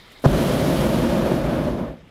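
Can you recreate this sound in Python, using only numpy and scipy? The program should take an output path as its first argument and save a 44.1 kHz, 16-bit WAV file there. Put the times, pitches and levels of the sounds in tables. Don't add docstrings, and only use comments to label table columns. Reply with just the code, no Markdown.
import sys
import numpy as np
from scipy import signal
from scipy.fft import rfft, irfft
from scipy.io import wavfile

SR = 44100
rng = np.random.default_rng(int(sys.argv[2]) if len(sys.argv) > 2 else 0)


def convert_level_to_amplitude(level_db):
    exponent = np.asarray(level_db, float) / 20
    return 10 ** exponent


def unload_wav(signal):
    wavfile.write(
        sys.argv[1],
        SR,
        np.round(np.clip(np.atleast_2d(signal).T, -1, 1) * 32767).astype(np.int16),
    )


N = 92610
T = np.arange(N) / SR


def rms_one(x):
    return x / np.sqrt(np.mean(x ** 2) + 1e-20)


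def drift(rate_hz):
    r = np.exp(-80 * np.pi * rate_hz / SR)
    slow = signal.lfilter([1], [1, -2 * r, r * r], rng.standard_normal(N // 40 + 2002))[2000:]
    return np.interp(np.arange(N) / 40, np.arange(len(slow)), rms_one(slow - slow.mean()))


def peak(x, hz, width_hz, boost_db):
    r = np.exp(-np.pi * width_hz / SR)
    resonator = [1, -2 * r * np.cos(2 * np.pi * hz / SR), r * r]
    band = signal.lfilter(np.array([1, 0, -1]) * (1 - r * r) / 2, resonator, x)
    return x + (convert_level_to_amplitude(boost_db) - 1) * band


def coloured(source, spectrum):
    hz = np.maximum(np.fft.rfftfreq(N, 1 / SR), 1)
    point_hz, point_db = np.transpose(spectrum)
    return irfft(rfft(source) * convert_level_to_amplitude(np.interp(np.log(hz), np.log(point_hz), point_db)), N)


def band_noise(noise, order, low_hz, high_hz):
    sos = signal.butter(order, [low_hz, high_hz], "band", fs=SR, output="sos")
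    return rms_one(signal.sosfilt(sos, noise))


def bands(x, gain_db):
    spectrum = rfft(x)
    position = 2 * np.log2(np.maximum(np.fft.rfftfreq(N, 1 / SR), 1) / 16)
    out = 0
    for k, hz in enumerate(16 * 2 ** np.arange(0, 10.6, .5)):
        window = np.cos(np.pi / 2 * np.clip(position - k, -1, 1)) ** 2
        out = out + convert_level_to_amplitude(gain_db(hz)) * irfft(spectrum * window, N)
    return out


# pitch_hz [Hz], width_hz [Hz], boost_db [dB]
AIR_SPACES = [(55, 15, 2.5), (148, 30, 5), (237.3, 41, 3.5), (345, 38, 5), (450, 40, -7.5), (530, 92, 2.5),
              (651, 65, 3), (762, 100, -3), (88.6, 28, -6.5), (2880, 600, 1)]


def through_air_spaces(x):
    for hz, width_hz, boost_db in AIR_SPACES:
        x = peak(x, hz, width_hz, boost_db)
    return rms_one(x)


# pitch_hz [Hz], density_db [dB per Hz]
ROAR_SPECTRUM = [(15, -43), (25, -21), (49, -3.5), (225, -1.5), (344, -6), (441, -7.5), (567, -4.5),
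                 (728, -12), (2500, -28), (3250, -54), (5500, -120)]


def flame_roar():
    puffs_per_s, spread_db, puff_share = 1500, 2.5, .45
    puff_size = convert_level_to_amplitude(spread_db * np.minimum(rng.exponential(1, N), 4))
    puffs = (rng.random(N) < puffs_per_s / SR) * puff_size * rng.choice([-1, 1], N)
    fire = puff_share * rms_one(puffs) + (1 - puff_share) * rng.standard_normal(N)
    return through_air_spaces(coloured(fire, ROAR_SPECTRUM))


# pitch_hz [Hz], density_db [dB per Hz]
JET_SPECTRUM = [(880, -5), (1500, -6.5), (2030, -9), (2450, -6.5), (3190, -3), (8230, -16), (11100, -12.5),
                (13800, -17), (15500, -21.5)]


def jet_hiss():
    return through_air_spaces(coloured(rng.standard_normal(N), JET_SPECTRUM))


# time_s [s], flame_db [dB], jet_db [dB]
BLAST_LEVELS = [(.3, -21, -45), (.33, -19, -44), (.4, -19, -42.5), (.82, -19.5, -42.5), (1.0, -20, -45.5),
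                (1.32, -20, -49), (1.47, -20.5, -52.5), (1.64, -22, -54), (1.82, -25.5, -62.5),
                (1.88, -29.5, -67), (1.94, -35, -73), (1.95, -43, -74), (2.02, -54, -86.5)]


def blast():
    roar_gain_db, jet_gain_db = .4, 9.0
    valve_s, jet_rise_s, cold_jet_db = .22, .07, -10.5
    light_s, light_rise_s = .238, .012
    jet_from_hz, jet_full_hz = 1070, 7200
    gust_db, flutter_db, patch_db = .5, .6, .6

    time_s, flame_db, jet_db = np.transpose(BLAST_LEVELS)
    flame_db = np.interp(T, time_s, flame_db, right=-120)
    jet_db = np.interp(T, time_s, jet_db, right=-120)
    flame_db += 20 * np.log10(np.clip((T - light_s) / light_rise_s, 1e-4, 1))
    jet_db += np.interp(T, [valve_s - .004, valve_s, valve_s + jet_rise_s], [-60, cold_jet_db, 0])
    flame_ref, jet_ref = np.median(flame_db), np.percentile(jet_db, 70)
    flutter = gust_db * drift(8.) + flutter_db * drift(40.)

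    def follow(hz):
        share = np.clip(np.log(hz / jet_from_hz) / np.log(jet_full_hz / jet_from_hz), 0, 1)
        level_db = (1 - share) * (flame_db - flame_ref) + share * (jet_db - jet_ref)
        return level_db + flutter + patch_db * drift(14.)

    roar = convert_level_to_amplitude(flame_ref + roar_gain_db) * flame_roar()
    hiss = convert_level_to_amplitude(jet_ref + jet_gain_db) * jet_hiss()
    return bands(roar + hiss, follow)


def crackle():
    swell = np.interp(T, [.2381, .259, .2656], [0, 1, 0]) ** .77
    out = 0
    for low_hz, high_hz, level_db in ((180, 700, 1), (700, 1620, -12), (1620, 6000, -23),
                                      (7000, 15000, -35)):
        out = out + convert_level_to_amplitude(level_db) * band_noise(rng.standard_normal(N), 3, low_hz, high_hz)
    return convert_level_to_amplitude(-11) * swell * out


def final_bang():
    start_s, suck_s, push_s, level_db = .2612, .00231, .0044, -5
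    suck = np.sin(np.pi * np.clip((T - start_s) / suck_s, 0, 1))
    push = np.sin(np.pi * np.clip((T - start_s - suck_s) / push_s, 0, 1))
    return convert_level_to_amplitude(level_db) * (push - suck)


def thud_and_ring():
    build_s = .024
    out = np.zeros(N)
    for peak_s, hz, level_db, t60_s in ((.32, 50.4, -17.5, .26), (.2635, 138, -12, .2)):
        after_s = T - peak_s
        build = np.clip(1 + after_s / build_s, 0, 1)
        decay = convert_level_to_amplitude(level_db - 60 * np.maximum(after_s, 0) / t60_s)
        out += build * decay * np.sin(2 * np.pi * hz * after_s)
    return out


# start_s [s], peak_db [dB]
VALVE_TICKS = [
    (0.1171, -46.5),
    (0.195, -49),
]


def valve_ticks():
    rise_s, t60_s = .003, .083
    noise = band_noise(rng.standard_normal(N), 2, 5500, 14000)
    envelope = np.zeros(N)
    for start_s, peak_db in VALVE_TICKS:
        rise = np.clip((T - start_s) / rise_s, 0, 1)
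        envelope += rise * convert_level_to_amplitude(peak_db - 7.5 - 60 * np.maximum(T - start_s, 0) / t60_s)
    return noise * envelope


# pitch_hz [Hz], density_db [dB per Hz]
PILOT_SPECTRUM = [(12, -33), (20, 7.5), (342, 0.5), (1580, -9.5), (1920, -3.5), (2690, -8.5), (3760, -5.5),
                  (6030, -18.5), (15500, -27.5)]
# pitch_hz [Hz], density_db [dB per Hz]
AFTER_SPECTRUM = [(20, -10), (110, 0), (600, -15), (1000, -24), (2100, -24), (3500, -29), (5500, -39),
                  (15500, -51)]
# pitch_hz [Hz], width_hz [Hz], boost_db [dB]
WHISTLES = [(1300, 300, 4), (2080, 150, 3), (3150, 150, 3), (3700, 300, 4), (5200, 300, 3)]


def unsteady_air(spectrum):
    return rms_one(bands(coloured(rng.standard_normal(N), spectrum), lambda hz: 1.9 * drift(20.)))


def background():
    fade = np.interp(T, [.3, 1.5], [1, 0])
    before = convert_level_to_amplitude(-48 - .7) * unsteady_air(PILOT_SPECTRUM)
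    after = convert_level_to_amplitude(-46.5 - 1.5) * unsteady_air(AFTER_SPECTRUM)
    air = fade * before + (1 - fade) * after
    for hz, width_hz, boost_db in WHISTLES:
        air = peak(air, hz, width_hz, boost_db)
    return air


def scene():
    ignition = crackle() + final_bang() + thud_and_ring()
    return (blast() + ignition + valve_ticks() + background())[None]


def roll_off(x):
    return signal.sosfilt(signal.butter(12, 15690, fs=SR, output="sos"), x)


def record(dry):
    overload, cutoff_hz = .75, 16600
    rounded = dry / (1 + np.abs(dry / overload) ** 6) ** (1 / 6)
    top_cut = signal.cheby2(14, 70, cutoff_hz, fs=SR, output="sos")
    mix = signal.sosfilt(top_cut, rounded)
    return roll_off(mix)


dry = scene()
out = record(dry)
unload_wav(out)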